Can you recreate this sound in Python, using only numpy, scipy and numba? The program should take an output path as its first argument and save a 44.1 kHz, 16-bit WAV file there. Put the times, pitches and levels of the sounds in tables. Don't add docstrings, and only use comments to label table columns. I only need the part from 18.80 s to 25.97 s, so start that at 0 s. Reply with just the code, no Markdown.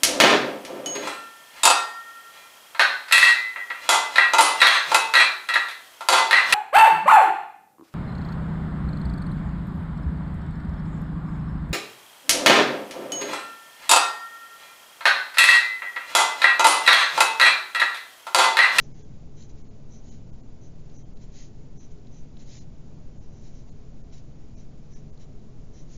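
import sys
import numpy as np
from scipy import signal
from scipy.fft import rfft, irfft
from scipy.io import wavfile
from scipy.ndimage import uniform_filter1d
from numba import njit

SR = 44100
rng = np.random.default_rng(int(sys.argv[2]) if len(sys.argv) > 2 else 0)


def wrap_up_sound(samples):
    columns = np.atleast_2d(samples).T
    tamed = np.clip(columns, -1, 1)
    steps = np.round(tamed * 32767).astype(np.int16)
    wavfile.write(sys.argv[1], SR, steps)


def volts_from_decibels(level):
    exponent = np.asarray(level, float) / 20
    return 10 ** exponent


N = 316197


@njit
def svf(x, hz, width):
    y = np.empty(len(x))
    band, low = 0., 0.
    for i in range(len(x)):
        g = np.tan(np.pi * hz[i] / SR)
        damping = width[i] / hz[i]
        v = (band + g * (x[i] - low)) / (1 + g * (g + damping))
        band = 2 * v - band
        low = low + 2 * g * v
        y[i] = damping * v
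    return y


def ring(x, hz, width_hz):
    hz, width_hz = hz + np.zeros(N), width_hz + np.zeros(N)
    once = svf(x, hz, width_hz)
    y = svf(once, hz, width_hz) / np.sqrt(width_hz)
    return y / np.std(y)


def walk(rate_hz):
    hold = int(SR / rate_hz)
    steps = np.repeat(rng.standard_normal(N // hold + 1), hold)
    return uniform_filter1d(uniform_filter1d(steps, hold), hold)[:N]


def coloured(spectrum, db, modes=()):
    hz = np.arange(N // 2 + 1) * SR / N + 1e-3
    points = np.array(spectrum)
    shape_db = np.interp(np.log(hz), np.log(points[:, 0]), points[:, 1], left=-120, right=-120)
    for centre_hz, width_hz, peak_db in modes:
        shape_db = shape_db + peak_db / (1 + (2 * (hz - centre_hz) / width_hz) ** 2)
    y = irfft(rfft(rng.standard_normal(N)) * volts_from_decibels(shape_db), N)
    return volts_from_decibels(db) * y / np.std(y)


def pencil(catch_rate_hz=11000, spread_db=2.5, grip_db=0.3, split_hz=222):
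    force, (rough_db, sheet_db, desk_db, squeak_hz) = hand()
    chance, sign, strength = rng.random((3, N))
    catches = (chance < catch_rate_hz / SR) * np.sign(sign - .5)
    catches = catches * volts_from_decibels(-spread_db * np.log(strength + 1e-9))
    catches = catches * volts_from_decibels(grip_db * walk(60))
    squeak_hz = np.clip(squeak_hz, 4500, 7500)
    damping_hz = np.clip(480 + 2600 * volts_from_decibels(rough_db), 300, 3000)
    lower = ring(catches, squeak_hz - split_hz, damping_hz)
    upper = ring(catches, squeak_hz + split_hz, damping_hz)
    squeak = 0.71 * (lower - upper)
    rasp = ring(np.roll(catches, shift=700), 5500, 10000)
    sheet = ring(catches, 4030, 520) + volts_from_decibels(-6) * ring(catches, 3150, 360)
    sheet = sheet + volts_from_decibels(-2) * ring(catches, 7120, 380) + volts_from_decibels(-9) * ring(catches, 5450, 380)
    desk = ring(np.roll(catches, shift=1500), 2050, 1200)
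    body = volts_from_decibels(sheet_db - 3.5) * sheet + volts_from_decibels(desk_db - 2.0) * desk
    return force * (squeak + volts_from_decibels(rough_db + 7.0) * rasp + body)


def hand():
    # middle_s, length_s, squeak_db, rough_db, squeak_hz
    glides = [(.038, .13, -63.5, -10, 5950), (.2, 0.18, -66, -8.5, 6230), (.703, 0.044, -62.5, -11.5, 6200),
              (.787, 0.092, -68.5, -7.5, 6100), (1.153, .14, -61.5, -21, 6030),
              (1.853, .12, -64.5, -19, 6150), (2.182, .12, -62.5, -24.5, 6060),
              (3.022, .14, -62, -20, 6100), (3.118, 0.036, -66.5, -11, 6340), (3.37, .14, -63, -20.5, 6130),
              (4.44, .07, -70, -15.5, 5950), (4.58, .24, -69, -15, 5980), (4.775, .16, -65, -10.5, 5980),
              (4.9, .09, -68, -8.5, 6440), (5.803, .12, -64.5, -11.5, 6020), (6.157, .14, -62.5, -13, 5900),
              (6.985, .14, -60.5, -15.5, 5970)]
    curls = [
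        (.615, 0.14, -60, -18, 6140),
        (2.43, .075, -64, -9, 6050),
        (3.615, .09, -61.5, -9, 6200),
        (4.668, 0.13, -67.5, -4, 6130),
        (5.34, .06, -61, -8, 5730),
        (6.422, 0.079, -63.5, -7.5, 5780),
    ]
    drags = [
        (1.303, 0.21, -60, -9.5, 6680),
        (2.602, .21, -54.5, -8.5, 6380),
        (3.745, 0.23, -54.5, -5.5, 6540),
        (5.383, .07, -63.5, -4.5, 5910),
        (7.14, 0.16, -59, -8, 6410),
    ]
    # strokes, sheet_db, desk_db, sharpness of the speed bell (exponent), early peak -1..1
    kinds = ((glides, -7.5, -8, 1.44, 0.12),
             (curls, -1.5, -6, 1.7, 0.03),
             (drags, -8.5, -10.5, 1.6, -0.04))
    desk_per_rough = 0.31
    t = np.arange(N) / SR
    speed, colour = np.full(N, 1e-9), np.zeros((4, N))
    for strokes, sheet_db, desk_db, sharpness, early in kinds:
        for middle_s, length_s, squeak_db, rough_db, squeak_hz in strokes:
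            u = np.clip((t - middle_s) / length_s, -.5, .5)
            arch = np.cos(np.pi * (u + early * (.25 - u ** 2))).clip(0)
            bell = volts_from_decibels(squeak_db) * arch ** sharpness * (abs(u) < .5)
            stroke_desk_db = desk_db + desk_per_rough * (rough_db + 11)
            speed = speed + bell
            colour = colour + bell * np.array([[rough_db], [sheet_db], [stroke_desk_db], [squeak_hz]])
    return speed, colour / speed


def ticks(ring_s=0.00058, snap_s=.0015, bounce_s=0.0031, bounce_db=0.0):
    # start_s, peak_db, ring_hz
    landings = [(0.624, -43, 4270), (0.6968, -61, 4280), (2.098, -52, 3980), (2.371, -47, 4020),
                (3.1844, -55, 4200), (3.27, -48.5, 3990), (3.569, -43.5, 3900), (5.3263, -54, 3090),
                (6.3748, -48, 4150), (6.5954, -58, 4100), (7.0794, -60, 3870)]
    out, t = np.zeros(N + 600), np.arange(600) / SR
    noise = rng.standard_normal((len(landings), 600))
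    for (start_s, peak_db, ring_hz), crack in zip(landings, noise):
        tone = np.sin(2 * np.pi * ring_hz * t) * np.exp(-t / ring_s)
        snap = np.diff(crack, prepend=0) * np.exp(-t / snap_s)
        hit = 0.86 * tone + 0.45 * snap
        bounce = volts_from_decibels(bounce_db) * np.roll(hit, int(bounce_s * SR))
        i = int(start_s * SR)
        out[i:i + 600] += volts_from_decibels(peak_db) * (hit + bounce)
    return out[:N]


def room():
    # pitch_hz, level_db (per Hz)
    hum_spectrum = [(2.4, -29.5), (4.0, 2), (16, 3), (22, 1.5), (37, -9), (152, -13.5), (181, -19.5),
                    (215, -16.5), (298, -24.5), (413, -27), (468, -27.5), (518, -26.5), (1600, -49.5),
                    (2080, -87), (3520, -120)]
    # centre_hz, width_hz, peak_db
    standing_waves = [(61, 10, 1), (125, 16, 3.5), (141.5, 14.9, 6.5), (166.6, 8.2, 6.5), (216.7, 7.3, 5),
                      (222, 14, 1), (260.5, 28, 4), (328, 27, 4.5), (418.4, 22, 7.5), (531, 51, -3.5)]
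    # pitch_hz, level_db (per Hz)
    hiss_spectrum = [(760, -23), (1300, -8.5), (2230, -7), (2580, -8.5), (3910, -9.5), (4270, -9.5),
                     (6960, -8.5), (7430, -5), (7600, -33), (9880, -61), (16700, -120)]
    hum = volts_from_decibels(0.28 * walk(2.3)) * coloured(hum_spectrum, -40.5, standing_waves)
    hiss = volts_from_decibels(.5 * walk(13)) * coloured(hiss_spectrum, -68.5)
    return hum + hiss


def scene():
    return (pencil() + ticks() + room())[None]


def dropouts(x, line_db=-3.0, left=0.0089):
    # middle_s, low_hz, high_hz, whistle_hz, second_whistle_hz (0 = none)
    gaps = [(.1335, 1000, 5950, 2205, 5118), (.2366, 1000, 5600, 1591, 3386), (.834, 1500, 5950, 2189, 0),
            (.8945, 1300, 6100, 4205, 0), (1.304, 1000, 5800, 3044, 0), (1.5165, 1000, 6000, 1422, 0),
            (1.6224, 1200, 6100, 0, 0), (2.178, 1100, 5500, 1, -2), (2.242, 1300, 5960, 3165, 0),
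            (2.3484, 1000, 6000, 1321, 0), (2.9883, 900, 5400, 0, 0), (3.799, 900, 5500, 4139, 5101),
            (4.3958, 900, 6300, 0, 0), (4.909, 1150, 6200, 4189, 0), (5.2288, 1000, 6060, 1385, 1793),
            (5.7607, 1100, 6000, 2427, 5542), (6.1463, 890, 5230, 1716, 0), (6.3158, 1260, 5950, 0, 0)]
    long_gaps_s = (.1335, .8945)
    half = int(1024 / 48000 * SR)
    n = np.arange(-2 * half, 2 * half)
    hz = np.arange(2 * half + 1) * SR / len(n)
    out = x.copy()
    for middle_s, low_hz, high_hz, *whistles_hz in gaps:
        is_long = min(abs(middle_s - g) for g in long_gaps_s) < .01
        empty_ms = 9 if is_long else .6
        at, hold = int(middle_s * SR) + n, empty_ms * SR / 2000
        away = np.pi / 2 * np.clip((np.abs(n) - hold) / (half - 2 * hold), 0, 1)
        spectrum = rfft(x[at] * signal.windows.tukey(len(n), .5))
        middle = irfft(spectrum * ((hz > low_hz) & (hz < high_hz)), len(n))
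        whistles = sum(np.sin(2 * np.pi * f * n / SR) for f in whistles_hz)
        out[at] += volts_from_decibels(line_db) * np.std(middle) * np.cos(away) * whistles
        out[at] -= (1 - left) * (1 - np.sin(away)) * middle
    return out


def roll_off(x):
    return signal.sosfilt(signal.butter(12, 15700, fs=SR, output="sos"), x)


def record(dry):
    low_pass = signal.ellip(10, .5, 60, 7220, fs=SR, output="sos")
    x = signal.sosfilt(low_pass, dry[0])
    edge = signal.ellip(6, 1, 50, (7200, 7560), "band", fs=SR, output="sos")
    x = x + volts_from_decibels(-32) * signal.sosfilt(edge, dry[0])
    busy = uniform_filter1d(np.diff(x, prepend=0) ** 2, size=2048) / volts_from_decibels(-57) ** 2
    above = signal.ellip(5, 1, 9, 8250, "high", fs=SR, output="sos")
    grit = signal.sosfilt(above, rng.standard_normal(N))
    grit = volts_from_decibels(-92.5 + 1.3 * walk(30)) * grit / np.sqrt(1 + busy)
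    offset = -.0102
    x = dropouts(x) + offset + grit
    x = x * np.clip(np.arange(N, 0, -1) / 60, 0, 1)
    return roll_off(x[None])


dry = scene()
out = record(dry)
wrap_up_sound(out)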